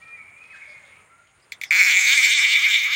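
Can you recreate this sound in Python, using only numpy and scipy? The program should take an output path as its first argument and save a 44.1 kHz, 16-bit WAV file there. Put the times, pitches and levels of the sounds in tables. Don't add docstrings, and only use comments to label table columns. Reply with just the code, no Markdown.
import sys
import numpy as np
from scipy import signal
from scipy.fft import rfft, irfft
from scipy.io import wavfile
from scipy.ndimage import uniform_filter1d

SR = 44100
rng = np.random.default_rng(int(sys.argv[2]) if len(sys.argv) > 2 else 0)


def decibels_to_gain(level_db):
    exponent = np.asarray(level_db, float) / 20
    return 10 ** exponent


def int16_out(signal):
    q = np.round(np.clip(np.atleast_2d(signal).T, -1, 1) * 32767)
    wavfile.write(sys.argv[1], SR, q.astype(np.int16))


N = 130095
TIME_S = np.arange(N) / SR
FAR_TOP_HZ = 7500

# (time [s], level [dB])
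TICKS = [(1.52, -17.5), (1.6131, -16), (1.635, -14.5)]


def column(table, k, t):
    table = np.array(table, float)
    return np.interp(t, table[:, 0], table[:, k])


def level(x, db):
    return x * decibels_to_gain(db) / np.sqrt(np.mean(x ** 2))


def walk(rate_hz):
    k = max(int(SR / rate_hz), 2)
    smooth = uniform_filter1d(rng.standard_normal(N), size=k)
    return level(uniform_filter1d(smooth, size=k), 0)


def band(x, hz, width_hz):
    b, a = signal.iirpeak(hz, hz / width_hz, SR)
    once = signal.lfilter(b, a, x)
    return signal.lfilter(b, a, once)


def dull(x):
    return signal.sosfilt(signal.butter(4, FAR_TOP_HZ, fs=SR, output="sos"), x)


def echoes(x, t60, start_ms):
    t = np.arange(SR) / SR
    fade_in = np.clip(t * 1000 / start_ms - .5, 0, 1)
    h = rng.standard_normal(SR) * 1000. ** (-t / t60) * fade_in
    return signal.fftconvolve(x, h / np.sqrt(np.sum(h ** 2)))[:N]


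def clicks(times, db, rings, detune, scatter_db, drift_db):
    # (time [s], stretch [factor])
    ring_stretch = [(1.7, 1.05), (1.95, 1.1), (2.2, 1.3), (2.95, 1.4)]
    out, n = np.zeros(N + 600), np.arange(512)
    first = np.ceil(times * SR).astype(int)
    places = first[:, None] + n
    ms = (places - times[:, None] * SR) * 1000 / SR
    stretch = column(ring_stretch, 1, times)[:, None]
    for hz, ring_db, crest_ms in rings:
        scatter, off_pitch, drift = rng.standard_normal((3, len(times)))
        drift = uniform_filter1d(drift, size=16) * 4
        gain = decibels_to_gain(db + ring_db + scatter_db * scatter + drift_db * drift)[:, None]
        pitch = hz * (1 + detune * off_pitch[:, None])
        u = ms / (crest_ms * stretch)
        swell = (u * np.exp(1 - u)) ** 5
        from_crest_ms = ms * (1 - 1 / np.maximum(u, 1e-6))
        wave = gain * swell * np.cos(2 * np.pi * pitch * from_crest_ms / 1000)
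        out += np.bincount(places.ravel(), wave.ravel(), N + 600)[:N + 600]
    return out[:N]


def reel():
    # (time [s], ratchet clicks [per s])
    spool = [(1.7074, 152), (1.74, 180), (1.788, 270), (1.838, 146), (1.875, 265), (1.9, 290), (1.945, 182),
             (1.965, 178), (2.0, 250), (2.035, 320), (2.075, 232), (2.11, 268), (2.15, 290), (2.2, 248),
             (2.215, 262), (2.243, 375), (2.272, 250), (2.295, 232), (2.35, 300), (2.4, 260), (2.447, 345),
             (2.505, 205), (2.565, 345), (2.6, 262), (2.64, 350), (2.66, 380), (2.678, 220), (2.702, 205),
             (2.765, 335), (2.81, 262), (2.85, 320), (2.885, 225), (2.95, 330)]
    # (time [s], main rings [dB],
    # then against the main rings: upper rings [dB], treble [dB], top [dB], low knock [dB])
    buzz = [(1.708, -12.5, -25, -21.5, -32, -31), (1.718, -16, -16, -19, -28, -20.5),
            (1.77, -17, -12.5, -11, -24, -15), (1.808, -11.5, -17.5, -13.5, -27, -22.5),
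            (1.832, -18.5, -19, -9.5, -20, -25), (1.884, -15, -13, -10, -24, -24.5),
            (1.928, -20, -5, -6.5, -24, -18), (1.984, -14.5, -17, -12.5, -26, -30.5),
            (1.994, -22, -7, -3.5, -18, -22), (2.056, -17.5, -13, -9, -21.5, -23.5),
            (2.126, -17.5, -2, -8, -23, -20.5), (2.164, -21.5, -4.5, -4, -24, -20),
            (2.174, -13, -14, -13, -28, -30), (2.222, -20, -5.5, -7, -20, -18),
            (2.246, -12, -11, -10.5, -25, -28.5), (2.27, -19, -9.5, -11.5, -23, -18),
            (2.32, -19.5, -0.5, -8, -25, -25.5), (2.364, -22.5, -1.5, -8.5, -32, -19.5),
            (2.392, -15, -13, -14, -32, -20), (2.416, -21, -5.5, -9.5, -26, -15.5),
            (2.448, -14.5, -6, -17.5, -29, -31), (2.462, -20.5, -8, -14.5, -31, -16.5),
            (2.524, -21.5, 2, -10, -25, -20.5), (2.554, -14.5, -7.5, -19, -33, -28),
            (2.616, -26, -1, -9.5, -21, -17.5), (2.642, -15.5, -7, -18.5, -28.5, -24),
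            (2.676, -19.5, -12.5, -18, -30, -16.5), (2.69, -25, 0.5, -9.5, -21, -12.5),
            (2.752, -17.5, -1.5, -15.5, -29, -25), (2.794, -24, -3.5, -11, -23, -21),
            (2.866, -20.5, -10, -19.5, -26, -23), (2.885, -27, -5, -16.5, -26, -11.5),
            (2.95, -21, -2.5, -16, -21, -20)]
    # (pitch [Hz], level [dB], time to the crest before stretching [ms])
    ring_groups = [
        [(2098, -2, 2.2), (2255, -1, 2.2), (2394, -5, 2.2)],
        [(2820, -7, 1.495), (3267, -5, 1.5), (3606, 0, 1.6)],
        [(4550, 4.5, 0.5), (5130, -0.5, 0.6), (6130, -6, 1), (6440, -3, 0.97), (7430, -3, 0.96),
         (8290, -7, 0.56), (9370, -19.5, 0.91)],
        [(11300, -2.5, 0.36), (13000, -22, 1), (12660, -7, 1), (15100, 0.5, 0.65)],
        [(965, -12.5, 2.21), (1270, 0, 2.03), (1645, 6.5, 2.7)],
    ]
    buzz_peak_db = [0, 5, 1, 4.5, 0]
    tick_layers_db = [-9, -16.5, -21.5, -25.5, -40]
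    rattle_db = [-22, -13, -3, -4, -22]
    ring_scatter_db = [1.2, 1.5, 2.5, 3, 1]
    ring_detune = [.005, .01, .02, .04, .006]
    ring_drift_db = [.8, 1.5, 3, 2.5, 3.5]
    tail_db = [-15, -10, -2, -3, -12]
    rattle_ms, click_jitter_ms, click_scatter_db = 2.5, .06, 1.0
    tail_t60_s, tail_start_ms, low_cut_hz = 0.059, 1.3, 780

    t = np.arange(int(spool[0][0] * SR), N) / SR
    teeth = np.cumsum(column(spool, 1, t)) / SR
    drops = np.interp(np.arange(int(teeth[-1])), teeth, t)
    jitter, scatter = rng.standard_normal((2, len(drops)))
    drops = np.clip(drops + click_jitter_ms / 1000 * jitter, 0, t[-1])
    ticks = np.array(TICKS)
    times = np.r_[ticks[:, 0], drops]
    delay_s = rattle_ms / 1000 * np.exp(.3 * rng.standard_normal(len(times)))
    bounces = np.clip(times + delay_s, 0, t[-1])
    shared_db = column(buzz, 1, drops) + click_scatter_db * scatter
    shared_db = shared_db + 10 * np.log10(250 / column(spool, 1, drops))
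    out = 0
    for k, rings in enumerate(ring_groups):
        buzz_db = shared_db + buzz_peak_db[k]
        if k:
            buzz_db = buzz_db + column(buzz, k + 1, drops)
        db = np.r_[ticks[:, 1] + tick_layers_db[k], buzz_db]
        direct = clicks(np.r_[times, bounces], np.r_[db, db + rattle_db[k]], rings,
                        ring_detune[k], ring_scatter_db[k], ring_drift_db[k])
        out = out + direct + decibels_to_gain(tail_db[k]) * echoes(direct, tail_t60_s, tail_start_ms)
    return signal.sosfilt(signal.butter(6, low_cut_hz, "high", fs=SR, output="sos"), out)


def shiver():
    # (centre [Hz], width [Hz], level against the tick [dB])
    shiver_bands = [(2096, 360, -17), (3500, 510, -22), (6060, 2400, -28.5)]
    t60_s = 0.11
    fade = 0
    for s, db in TICKS:
        started = TIME_S > s + .004
        fade = fade + decibels_to_gain(db) * started * 1000. ** (-np.abs(TIME_S - s) / t60_s)
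    return fade * sum(level(band(rng.standard_normal(N), hz, w), db) for hz, w, db in shiver_bands)


def birds():
    # (start [s], length [s], first pitch [Hz], last pitch [Hz], level before flutter [dB],
    # pitch waver [Hz])
    notes = [(0., 0.11, 1888, 1867, -50, 11), (0., 0.11, 1314, 1330, -54.5, 9.8),
             (.185, 0.056, 1308, 1270, -56.5, 15), (0.38, 0.22, 1310, 1300, -62, 18),
             (.015, 0.031, 2305, 2450, -42, 19), (.075, 0.11, 2431, 2380, -45, 9.2),
             (0.145, 0.039, 1990, 2010, -48, 12), (0.159, 0.1, 2335, 2150, -46, 40),
             (.2, 0.096, 2248, 2344, -54, 14), (0.25, 0.06, 2357, 2400, -48, 16),
             (.36, 0.05, 2393, 2452, -46, 8.3), (.415, 0.07, 2501, 2505, -45, 13),
             (0.499, 0.054, 2450, 1486, -45.5, 100), (0.545, 0.054, 1457, 2170, -49.5, 98),
             (.49, 0.139, 2540, 2510, -46, 9.3), (.59, 0.071, 2292, 2067, -44.5, 75),
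             (.64, 0.087, 2219, 2198, -42.5, 11), (0.733, 0.055, 2124, 2084, -47, 13),
             (.8, 0.088, 2183, 2184, -51, 33), (.92, 0.092, 2230, 2264, -54.5, 28),
             (.66, 0.14, 2383, 2475, -53.5, 15), (0.669, 0.058, 600, 599, -55, 7.8),
             (1.096, 0.135, 1340, 1420, -55, 16), (.95, 0.063, 1235, 1305, -61, 12),
             (.81, 0.099, 629, 505, -65, 6.8), (1.65, 0.57, 761, 787.3, -55.5, 33)]
    flutter_hz, flutter_db, waver_rate_hz = 70, 3.0, 500
    wood_t60_s, wood_db, wood_start_ms = .55, -2.5, 14.0
    out = np.zeros(N)
    flutter = decibels_to_gain(flutter_db * walk(flutter_hz))
    wobble = walk(waver_rate_hz)
    for start, length, from_hz, to_hz, db, waver_hz in notes:
        u = np.linspace(0, 1, int(length * SR))
        i = int(start * SR)
        hz = from_hz + (to_hz - from_hz) * u + waver_hz * wobble[i:i + len(u)]
        swell = np.minimum(1, 9 * np.minimum(u, 1 - u))
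        out[i:i + len(u)] += decibels_to_gain(db) * swell * np.sin(2 * np.pi * np.cumsum(hz) / SR)
    out = out * flutter
    return out + decibels_to_gain(wood_db) * echoes(out, wood_t60_s, wood_start_ms)


def puffs():
    # (start [s], length [s], centre [Hz], width [Hz], level before the hump [dB])
    swells = [(0.506, 0.096, 4370, 500, -71), (.6, 0.2, 3460, 400, -66), (0.665, 0.094, 4760, 900, -62),
              (0.815, 0.13, 3500, 600, -62.5), (0.848, 0.21, 2440, 600, -56.5),
              (1.41, 0.051, 4900, 500, -66), (1.641, 0.071, 5190, 716, -49), (1.25, 0.077, 3000, 600, -67),
              (0., 0.77, 2180, 426, -55), (0.48, 0.55, 1830, 674, -56.5), (0.682, 0.89, 2100, 525, -63.5)]
    out = 0
    for start, length, hz, width, db in swells:
        hump = np.sin(np.pi * np.clip((TIME_S - start) / length, 0, 1)) * decibels_to_gain(0.72 * walk(66))
        out = out + hump * level(band(rng.standard_normal(N), hz, width), db)
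    return out


def snaps():
    # (time [s], impulse level before the resonance and a gain of 3 [dB])
    twigs = [(.44, -30), (0.562, -30), (1.275, -37)]
    out = np.zeros(N)
    for s, db in twigs:
        out[int(s * SR)] = decibels_to_gain(db)
    return 3 * band(out, 2300, 2500)


def leaves():
    # (time [s], level [dB])
    rustle = [(0, -62.5), (.33, -71.5), (.55, -61), (1.0, -67), (1.1, -73), (1.5, -69)]
    noise = rng.standard_normal(N) * decibels_to_gain(2.0 * walk(130))
    noise = level(band(noise, 2860, 3000), 0)
    return dull(noise) * decibels_to_gain(column(rustle, 1, TIME_S))


def insects():
    # (centre [Hz], width [Hz], level [dB])
    singers = [(6740, 690, -73), (7610, 160, -76.5), (9260, 57, -78), (9340, 110, -82)]
    out = 0
    for hz, width, db in singers:
        out = out + level(band(rng.standard_normal(N), hz, width) * decibels_to_gain(2.5 * walk(17)), db)
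    return out


def blips():
    low_hz, high_hz, length_s, softest_db = 350, 1400, .05, -73
    out = np.zeros(N)
    for when, pitch, size in rng.random((70, 3)):
        hz = low_hz * (high_hz / low_hz) ** pitch
        u = np.clip((TIME_S - when * TIME_S[-1]) / length_s, 0, 1)
        tone = np.sin(2 * np.pi * hz * length_s * u)
        out = out + decibels_to_gain(softest_db + 8 * size) * np.sin(np.pi * u) * tone
    return out


def rumble():
    noise = rng.standard_normal(N) * decibels_to_gain(2.5 * walk(14))
    return level(band(noise, 90, 89.4), -74.5)


def air():
    # (pitch [Hz], relative level per Hz [dB])
    tone = np.array([(18, -55), (30, -21), (88, -1), (287, -10.5), (437, -8.5), (649, -7), (740, -7.5),
                     (1190, -4.5), (1430, -5), (1590, -7), (2830, -11.5), (4190, -65), (5040, -28),
                     (5900, -65), (8980, -9.5), (11100, -39), (16000, -28)])
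    # (time [s], level [dB])
    air_swell = [(0, 10), (.5, 9.5), (1., 10), (1.3, 2.5), (1.6, 10), (2.95, 12)]
    hz = np.maximum(np.arange(N // 2 + 1) * SR / N, 1)
    shape = decibels_to_gain(np.interp(np.log(hz), np.log(tone[:, 0]), tone[:, 1]))
    noise = level(irfft(rfft(rng.standard_normal(N)) * shape, N), -67)
    return noise * decibels_to_gain(column(air_swell, 1, TIME_S) + 0.6 * walk(0.9))


def pondside():
    return snaps() + leaves() + insects() + blips() + rumble() + air()


def scene():
    far = dull(birds() + puffs())
    return np.tile(reel() + shiver() + far + pondside(), (2, 1))


def low_pass(x):
    return signal.sosfilt(signal.butter(12, 16990, fs=SR, output="sos"), x)


def record(dry):
    top_hz = 15900
    mix = signal.sosfilt(signal.ellip(10, .3, 70, top_hz, fs=SR, output="sos"), dry)
    return low_pass(mix)


dry = scene()
out = record(dry)
int16_out(out)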